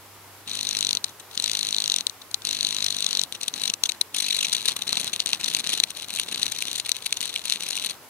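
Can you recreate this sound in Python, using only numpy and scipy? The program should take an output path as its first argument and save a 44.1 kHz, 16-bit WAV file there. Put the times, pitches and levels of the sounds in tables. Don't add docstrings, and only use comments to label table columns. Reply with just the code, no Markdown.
import sys
import numpy as np
from scipy import signal
from scipy.fft import rfft, irfft
from scipy.io import wavfile
from scipy.ndimage import uniform_filter1d

SR = 44100
rng = np.random.default_rng(int(sys.argv[2]) if len(sys.argv) > 2 else 0)


def master(y):
    cut = np.clip(np.atleast_2d(y).T, -1, 1)
    pcm = np.round(cut * 32767)
    wavfile.write(sys.argv[1], SR, pcm.astype(np.int16))


N = 356857

WING_HZ, SLAP_HZ = 51, 48
SLAP_FROM_S = 1.0
SKIN_S = 3.4
RING_HZ = 4020
EDGE_HZ = 15800
RUSTLE_PER_DOUBLING_DB = 1.75

# time in seconds, level in dB, share of scraping from 0 to 1.
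WINGBEAT_RUNS = [
    [(0.4763, -33, .08), (0.5342, -28, 0.38), (0.6109, -25.5, 0.2), (0.7699, -20, 0.19),
     (0.828, -18.5, .12), (0.8905, -19.5, 0.15), (0.9094, -17.5, 0.06), (0.9712, -20.5, 0)],
    [(1.3763, -16.5, .04), (1.4236, -26, 0.24), (1.4423, -17, 0.12), (1.5518, -20.5, 0.26),
     (1.7086, -24, 0.19), (1.8595, -21, .08), (1.8784, -17.5, .03), (1.9624, -18, 0.11), (2.0079, -22, 0)],
    [(2.4512, -21, 0.04), (2.53, -20.5, 0.5), (2.569, -25.5, 0.17), (2.6495, -19, 0.13),
     (2.6885, -23.5, 0.27), (2.8638, -19, 0.25), (2.9662, -27, .24), (3.0649, -17, 0.14),
     (3.0893, -24.5, 0.3), (3.1302, -17.5, 0.18), (3.2366, -19, 0.02)],
    [(3.5398, -23.5, .1), (3.56, -33, 0.2), (3.6564, -21.5, 0.5), (3.6998, -17, 0.3)],
    [(4.1465, -20.5, 0.6), (4.2245, -21.5, 0.76), (4.4095, -18, 0.62), (4.449, -19, .8)],
]
# rustle in dB before the effect of scraping, moved air in dB.
RUN_RUSTLE_AND_AIR = [(-36, -55.5), (-36.5, -57.5), (-35.5, -56.5), (-37.5, -53.5), (-36, -58)]
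# time in seconds, level in dB, share of scraping from 0 to 1, contact with the skin from 0 to 1.
SINGLE_SNAPS = [ (1.0435, -20, 0.2, 0), (1.2008, -38, 1, 0.2), (1.3535, -34.5, .3, .2),
                (2.0687, -16, 0.01, 0.02), (2.0971, -32, .05, .02), (2.2184, -39, 0.7, 0.2),
                (2.3133, -36, .3, .4), (2.3439, -18.5, 0.02, .02), (2.4203, -37, 0.2, .02),
                (3.3244, -28.5, 0, 0.55), (3.3509, -30.5, 0.8, 0.6), (3.4126, -29, 0.4, 0),
                (3.4327, -25, 0.35, 0.35), (3.4814, -22, 0.3, 0.64), (3.7386, -20, 0.16, .2),
                (3.8373, -14.5, .09, 0.1), (3.8587, -21.5, 0.92, .3), (3.8941, -20, 0.8, 0.6),
                (3.9198, -24.5, 0, 0.4), (4.0132, -19.5, 0.27, 0.4), (4.531, -18, 0.75, 0.06),
                (4.5501, -18.5, 0.6, 0.5), (4.6854, -16, 0, 0.64), (4.7659, -23, 0.56, 0.85),
                (4.8213, -25, 0.3, 0.66), (4.8787, -24.5, 0.33, 0.2), (4.9291, -20, 0.15, 0.1),
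                (4.972, -21.5, 0.5, 0.74), (4.9989, -25, 0.8, 0.55), (5.1354, -21.5, 0.8, 0.45),
                (5.1619, -27, 0, .5), (5.2027, -18, 0.04, 0.2), (5.2606, -22.5, 0.1, 0.3),
                (5.3322, -14, 0, 0.5), (5.4439, -20, 0.2, 0.1), (5.4822, -21.5, 0.6, 0.55),
                (5.5486, -14.5, 0.03, 0.36), (5.5682, -23.5, 0.8, 0.6), (5.5964, -24.5, .6, 0.2),
                (5.7327, -20.5, .8, 0.7), (5.8012, -15.5, .03, .45), (5.8375, -14, 0.13, 0.58),
                (5.9055, -30, 0.2, .5), (6.1388, -30, 0.05, 0.8), (6.161, -26.5, 0.3, 0.6),
                (6.1729, -30, 0, 0.6), (6.198, -19.5, 0.2, 1), (6.3264, -29.5, 0.3, 0.76),
                (6.3455, -25, .3, 0.2), (6.4305, -17, 0.04, 0.25), (6.4651, -23.5, .04, 0.6),
                (6.5207, -23, 0.4, 0.2), (6.6233, -24.5, 0.25, 0.76), (6.7538, -30.5, 0.4, 0.3),
                (6.7821, -24, 0.88, 0.2), (6.7993, -21, 0.24, 0.2), (6.8928, -21.5, 0.1, 0.84),
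                (6.9177, -16, 0, .02), (7.0632, -20, 0.7, .6), (7.1266, -16, 0.16, 0.7),
                (7.1715, -25, 0.4, 0.4), (7.2068, -23.5, 0.1, 0.2), (7.3608, -25, 0.26, .98),
                (7.4989, -18.5, 0, 0.1), (7.5231, -16.5, .13, 0.4), (7.7063, -27, 0.4, 0),
                (7.7681, -27.5, 0.27, 0.3), (7.8469, -27, 0.3, .75)]
# start in seconds, end in seconds, rustle in dB, moved air in dB.
PALM_FLURRIES = [ (1.06, 1.096, -53, -62), (1.312, 1.35, -51, -70), (3.33, 3.368, -52.5, -58),
                 (3.412, 3.499, -47.5, -56.5), (3.84, 3.946, -52, -61), (4.444, 4.623, -38, -56),
                 (4.647, 4.716, -31.5, -50), (4.764, 4.849, -46.5, -55), (4.874, 5.091, -37, -49.5),
                 (5.128, 5.168, -42, -53), (5.198, 5.212, -34, -56), (5.262, 5.358, -36.5, -51.5),
                 (5.403, 5.606, -38.5, -51), (5.645, 5.783, -33.5, -50), (5.8, 5.84, -48, -55),
                 (5.878, 5.906, -43, -66), (5.957, 6.042, -40.5, -58), (6.088, 6.235, -40, -56),
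                 (6.27, 6.492, -39, -51.5), (6.512, 6.803, -40, -57), (6.85, 6.904, -40, -57.5),
                 (6.949, 6.974, -38.5, -65), (7.01, 7.186, -47.5, -62), (7.215, 7.264, -35.5, -55),
                 (7.264, 7.412, -42, -59), (7.447, 7.564, -37, -57), (7.6, 7.917, -38, -54.5)]
# frequency in Hz, level in dB.
WING_COLOUR_LEFT = [(200, -41), (1600, -28.5), (2300, -16.5), (3200, -9.5), (3750, -1), (4100, 1.5),
                    (4720, -12), (5040, -13), (5350, -18), (5820, -8), (6650, -13.5), (7600, -18),
                    (8800, -13.5), (10600, -18.5), (12000, -31), (15500, -39)]
# frequency in Hz, level in dB.
WING_COLOUR_RIGHT = [(200, -52.5), (1600, -28), (2700, -9), (3600, -8.5), (4300, -11.5), (5250, -32),
                     (5900, -31), (6900, -26.5), (7900, -39), (8800, -24), (11400, -37.5), (13800, -31),
                     (15500, -35.5)]
# frequency in Hz, level in dB.
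AIR_SPECTRUM = [(30, -24), (100, -15.5), (150, -4), (220, 1.5), (290, -2.5), (400, -4), (650, -7.5),
                (1100, -9), (2000, -4.5), (5000, -64)]
# time in seconds, level in dB.
BODY_BUMPS = [(4.689, -43), (4.764, -45), (4.93, -42), (4.975, -46), (5.336, -46.5), (5.835, -52.5)]
# frequency in Hz, level in dB.
BUMP_SPECTRUM = [(30, -17), (100, -9), (250, -3), (600, -3), (1000, 5), (1600, -3), (4000, -31)]
# frequency in Hz, level in dB.
WASH_SPECTRUM = [(20, -21), (60, -7), (130, -3.5), (190, -6), (330, -1.5), (600, -3), (950, 0),
                 (1700, -5.5), (2800, -7.5), (5200, -9.5), (9000, -11.5), (12000, -8.5), (15500, -12.5)]
# time in seconds, level in dB.
HUM_LEVEL = [(0.0, -59), (0.83, -58), (1.27, -65), (1.5, -58.5), (2.03, -67), (2.92, -58), (3.03, -68.5),
             (5.4, -64.5), (5.71, -70), (6.41, -60.5), (8.1, -74)]
# frequency in Hz, likeness from 0 to 1.
PORT_LIKENESS = [(40, 0), (250, 0.84), (1200, 0.82), (3000, 0.26), (7000, 0)]


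def gain_of(db):
    return 10 ** (np.asarray(db) / 20)


def evened(x):
    return x / np.sqrt(np.mean(x ** 2) + 1e-20)


def read(points, hz):
    f, value = np.transpose(points)
    return np.interp(np.log(hz + 1), np.log(f + 1), value)


def level(rows):
    s, db = np.transpose(rows)
    return gain_of(np.interp(np.arange(N) / SR, s, db, left=-np.inf, right=-np.inf))


def add(mix, s, sound):
    part = mix[max(round(s * SR), 0):][:len(sound)]
    part += sound[:len(part)]


def hump(hz, centre_hz, octaves):
    return np.exp(-(np.log2((hz + 1) / centre_hz) / octaves) ** 2)


def lumps(size, count):
    points = rng.standard_normal(count)
    return np.interp(np.linspace(0, count - 1, size), np.arange(count), points)


def drift(rate_hz):
    slow = np.fft.rfftfreq(N, 1 / SR) < rate_hz
    return evened(irfft(rfft(rng.standard_normal(N)) * slow, N))


def noise(spectrum):
    hz = np.fft.rfftfreq(N, 1 / SR)
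    left, other = rfft(rng.standard_normal((2, N))) * gain_of(read(spectrum, hz))
    likeness = np.clip(read(PORT_LIKENESS, hz), -1, 1)
    right = likeness * left + np.sqrt(1 - likeness ** 2) * other
    return evened(irfft([left, right], N))


def bout_db(bouts, attack_db_per_s, release_db_per_s):
    t = np.arange(0, N, 32) / SR
    each = []
    for start, end, db in bouts:
        rise = attack_db_per_s * np.maximum(start - t, 0)
        fade = release_db_per_s * np.maximum(t - end, 0)
        each.append(db - rise - fade)
    loudest = np.maximum(np.max(each, axis=0), -100)
    return np.interp(np.arange(N) / SR, t, loudest)


def background(wash_db=-47.0, hum_hz=98.6, waver_hz=2.46, waver_db=1.0):
    turns = np.cumsum(hum_hz + waver_hz * drift(22.3)) / SR
    hum = np.sqrt(2) * np.sin(2 * np.pi * turns) * level(HUM_LEVEL) * gain_of(waver_db * drift(5.9))
    wash = gain_of(wash_db + .5 * drift(11)) * noise(WASH_SPECTRUM)
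    return wash + hum * gain_of([[-1.2], [1.2]])


def outdoors(x, tail_db=-22, t60=0.03, echo_db=-28, echo_s=0.0021):
    t = np.arange(SR // 3) / SR
    tail = rng.standard_normal((2, len(t))) * gain_of(-60 * t / t60) * (t > .003)
    tail *= gain_of(tail_db) / np.linalg.norm(tail[0])
    tail[:, round(echo_s * SR)] += gain_of(echo_db)
    return x + signal.fftconvolve(x, tail, axes=1)[:, :N]


def bumps(db=11.0, t60=0.029):
    t, envelope = np.arange(SR // 8) / SR, np.zeros(N)
    for s, blow_db in BODY_BUMPS:
        add(envelope, s, gain_of(blow_db - 60 * t / t60))
    return gain_of(db) * envelope * noise(BUMP_SPECTRUM)


def activity():
    rows = list(PALM_FLURRIES)
    for run, (run_rustle_db, run_air_db) in zip(WINGBEAT_RUNS, RUN_RUSTLE_AND_AIR):
        for a, b in zip(run, run[1:]):
            scrape = max((a[2] + b[2]) / 2, .02)
            rows.append((a[0], b[0], run_rustle_db + RUSTLE_PER_DOUBLING_DB * np.log2(scrape), run_air_db))
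    start, end, rustle_db, air_db = np.transpose(rows)
    rustling = bout_db(zip(start, end, rustle_db), attack_db_per_s=1300, release_db_per_s=602)
    air = bout_db(zip(start, end, air_db), attack_db_per_s=300, release_db_per_s=174)
    return gain_of(rustling), gain_of(air)


def flutter(force, gain, db=4.5, push=0.89):
    power = abs(uniform_filter1d(force ** 2, size=350)) + 1e-12
    pulse = power / (abs(uniform_filter1d(power, size=1500)) + 1e-12)
    push = np.clip(push, 0, 1)
    return gain_of(db) * gain * np.sqrt(1 - push + push * pulse) * noise(AIR_SPECTRUM)


def swings(runs, light, air, db=7.0, start_hz=265, settled_hz=203, settle_s=0.27,
           thrash_hz=170, thrash_db=2.0):
    rows = []
    for run in runs:
        for s in run[:, 0]:
            unsettled = np.exp(-(s - run[0, 0]) / settle_s)
            rows.append((s, settled_hz + (start_hz - settled_hz) * unsettled, db))
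    rows += [(s, thrash_hz, thrash_db) for s in light[:, 0]]
    s, hz, swing_db = np.transpose(rows)
    return np.transpose([s, hz, gain_of(swing_db) * np.interp(s, np.arange(N) / SR, air)])


def whirr(rows, swing_ms=3.2, lead_ms=2.5):
    ms = np.arange(-SR // 100, SR // 100) * 1000 / SR + lead_ms
    bell = np.exp(-.5 * (ms / swing_ms) ** 2)
    out = np.zeros(N)
    for s, hz, gain in rows:
        swing = -gain * np.cos(2 * np.pi * hz * ms / 1000) * bell
        add(out, s - len(ms) / 2 / SR, swing)
    return out


def rustle(gain, db=6.0, clump_db=4.5, tumble_clump_db=6.5, muted_db=-1.5):
    hz, tumbling = np.fft.rfftfreq(N, 1 / SR), np.arange(N) > SKIN_S * SR
    crinkle_db = 2.5 * np.minimum(rng.exponential(1, N), 4)
    free = evened(rng.standard_normal(N) * gain_of(crinkle_db))
    muted = irfft(rfft(free) * gain_of(muted_db * hump(hz, RING_HZ, 0.15)), N)
    clumps = gain_of(np.where(tumbling, tumble_clump_db, clump_db) * np.clip(drift(240), -2, 2))
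    clumps /= np.sqrt(uniform_filter1d(clumps ** 2, size=1500))
    return gain_of(db) * gain * np.where(tumbling, muted, free) * clumps


def slaps(over_rustle_db=9.0, uneven_db=1.5, stray=0.3, scrape=0.21, contact=0.24,
          contact_per_s=0.074, spread=0.18):
    grid = np.arange(SLAP_FROM_S, N / SR, 1 / SLAP_HZ)
    late, force, rough, deep = rng.standard_normal((len(grid), 4)).T
    s = grid + stray * late / SLAP_HZ
    flurry_db = bout_db([row[:3] for row in PALM_FLURRIES], attack_db_per_s=2000, release_db_per_s=1500)
    db = np.interp(s, np.arange(N) / SR, flurry_db) + over_rustle_db + uneven_db * np.clip(force, -2, 2)
    touching = contact + contact_per_s * (s - SKIN_S) + spread * deep
    return np.transpose([s, db, scrape + spread * rough, touching])


def beats(run, jitter_s=.0003, uneven_db=0.5, contact_per_scrape=0.78):
    run = np.array(run, float)
    steps = []
    for a, b in zip(run, run[1:]):
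        count = max(round((b[0] - a[0]) * WING_HZ), 1)
        steps.append(np.linspace(a, b, count, endpoint=False))
    rows = np.vstack(steps + [run[-1:]])
    rows[:, :2] += rng.standard_normal((len(rows), 2)) * [jitter_s, uneven_db]
    return np.column_stack([rows, contact_per_scrape * rows[:, 2]])


def touch(db, contact, usual_db=-22, knock_db=-9.5, skin_knock_db=15.0, knock_slope=0.15, bright_db=-2.0,
          skin_bright_db=6.5, bright_slope=0.22, skin_mute_db=-3.0, knock_spread_db=1.0, bright_spread_db=2.67):
    lighter, contact = np.clip(usual_db - db, -10, 10), np.clip(contact, 0, 1)
    hollow, bright = rng.standard_normal(2)
    knock = knock_db + skin_knock_db * contact + knock_slope * lighter + knock_spread_db * hollow
    brightness = bright_db + skin_bright_db * contact + bright_slope * lighter + bright_spread_db * bright
    return knock, brightness, skin_mute_db * contact


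def stroke(db, scrape, knock_db, bright_db, mute_db, buckle_ms=0.32, smear_ms=0.36, scrape_ms=2.85,
           drag_ms=1.8, stick_db=2.0, colour_db=4.0, knock_hz=2400, ping_hz=6100, damping=0.48, size=1024):
    ms, hz = (np.arange(size) - size // 2) * 1000 / SR, np.fft.rfftfreq(size, 1 / SR)
    scrape = np.clip(scrape, .02, 1)
    burst = np.exp(-.5 * (ms / (buckle_ms + smear_ms * scrape)) ** 2)
    buckle = rng.standard_normal(size) * (ms >= 0) * burst
    slips = rng.standard_normal(size) * gain_of(stick_db * lumps(size, count=34))
    rub = (ms - .5) / (scrape_ms + drag_ms * scrape)
    slips *= (rub > -1) * np.exp(-.5 * rub ** 4)
    parts = rfft(np.array([buckle, slips]))
    parts /= np.sqrt(uniform_filter1d(abs(parts) ** 2, size=45))
    tone_db = knock_db * (hump(hz, knock_hz, 0.42) - damping * hump(hz, ping_hz, 0.4))
    tone_db += mute_db * hump(hz, RING_HZ, 0.23)
    tone_db += bright_db * np.clip(np.log2((hz + 1) / 4600), 0, 1.2)
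    tone_db += colour_db * (0.55 + 0.74 * scrape) * lumps(len(hz), count=40)
    mixed = np.sqrt(1 - scrape) * parts[0] + np.sqrt(scrape) * parts[1]
    return gain_of(db) * irfft(mixed * gain_of(tone_db))


def strokes(rows, db):
    out = np.zeros(N)
    for s, blow_db, scrape, contact in rows:
        sound = stroke(blow_db, scrape, *touch(blow_db, contact))
        add(out, s - len(sound) / 2 / SR, sound)
    return gain_of(db) * out


def ring(spectrum, delay_ms=0, size=2048):
    hz = np.fft.fftfreq(size, 1 / SR)
    log_gain = np.log(gain_of(read(spectrum, abs(hz))))
    phase = -signal.hilbert(log_gain).imag - 2 * np.pi * hz * delay_ms / 1000
    return np.fft.ifft(np.exp(log_gain + 1j * phase)).real[:size // 2]


def wing_force(runs, light, rustling):
    steady = strokes(np.vstack(runs), db=26.0)
    return steady + strokes(SINGLE_SNAPS, db=27.5) + strokes(light, db=28.0) + rustle(rustling)


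def scene(likeness=0.96):
    runs, light = [beats(run) for run in WINGBEAT_RUNS], slaps()
    rustling, air = activity()
    near = wing_force(runs, light, rustling)
    far = wing_force(runs, light, rustling)
    likeness = np.clip(likeness, 0, 1)
    force = np.array([near, likeness * near + np.sqrt(1 - likeness ** 2) * far])
    ports = np.array([ring(WING_COLOUR_LEFT), ring(WING_COLOUR_RIGHT, delay_ms=0.032)])
    wings = signal.oaconvolve(force, ports / np.linalg.norm(ports[0]), axes=1)[:, :N]
    moved_air = flutter(near, air) + whirr(swings(runs, light, air))
    return outdoors(wings) + moved_air + bumps() + background()


def record(dry):
    rounded = dry / (1 + (dry / .96) ** 8) ** (1 / 8)
    low_pass = signal.firwin(511, EDGE_HZ, window=("kaiser", 9), fs=SR)
    return signal.oaconvolve(rounded, low_pass[None], "same")


dry = scene()
out = record(dry)
master(out)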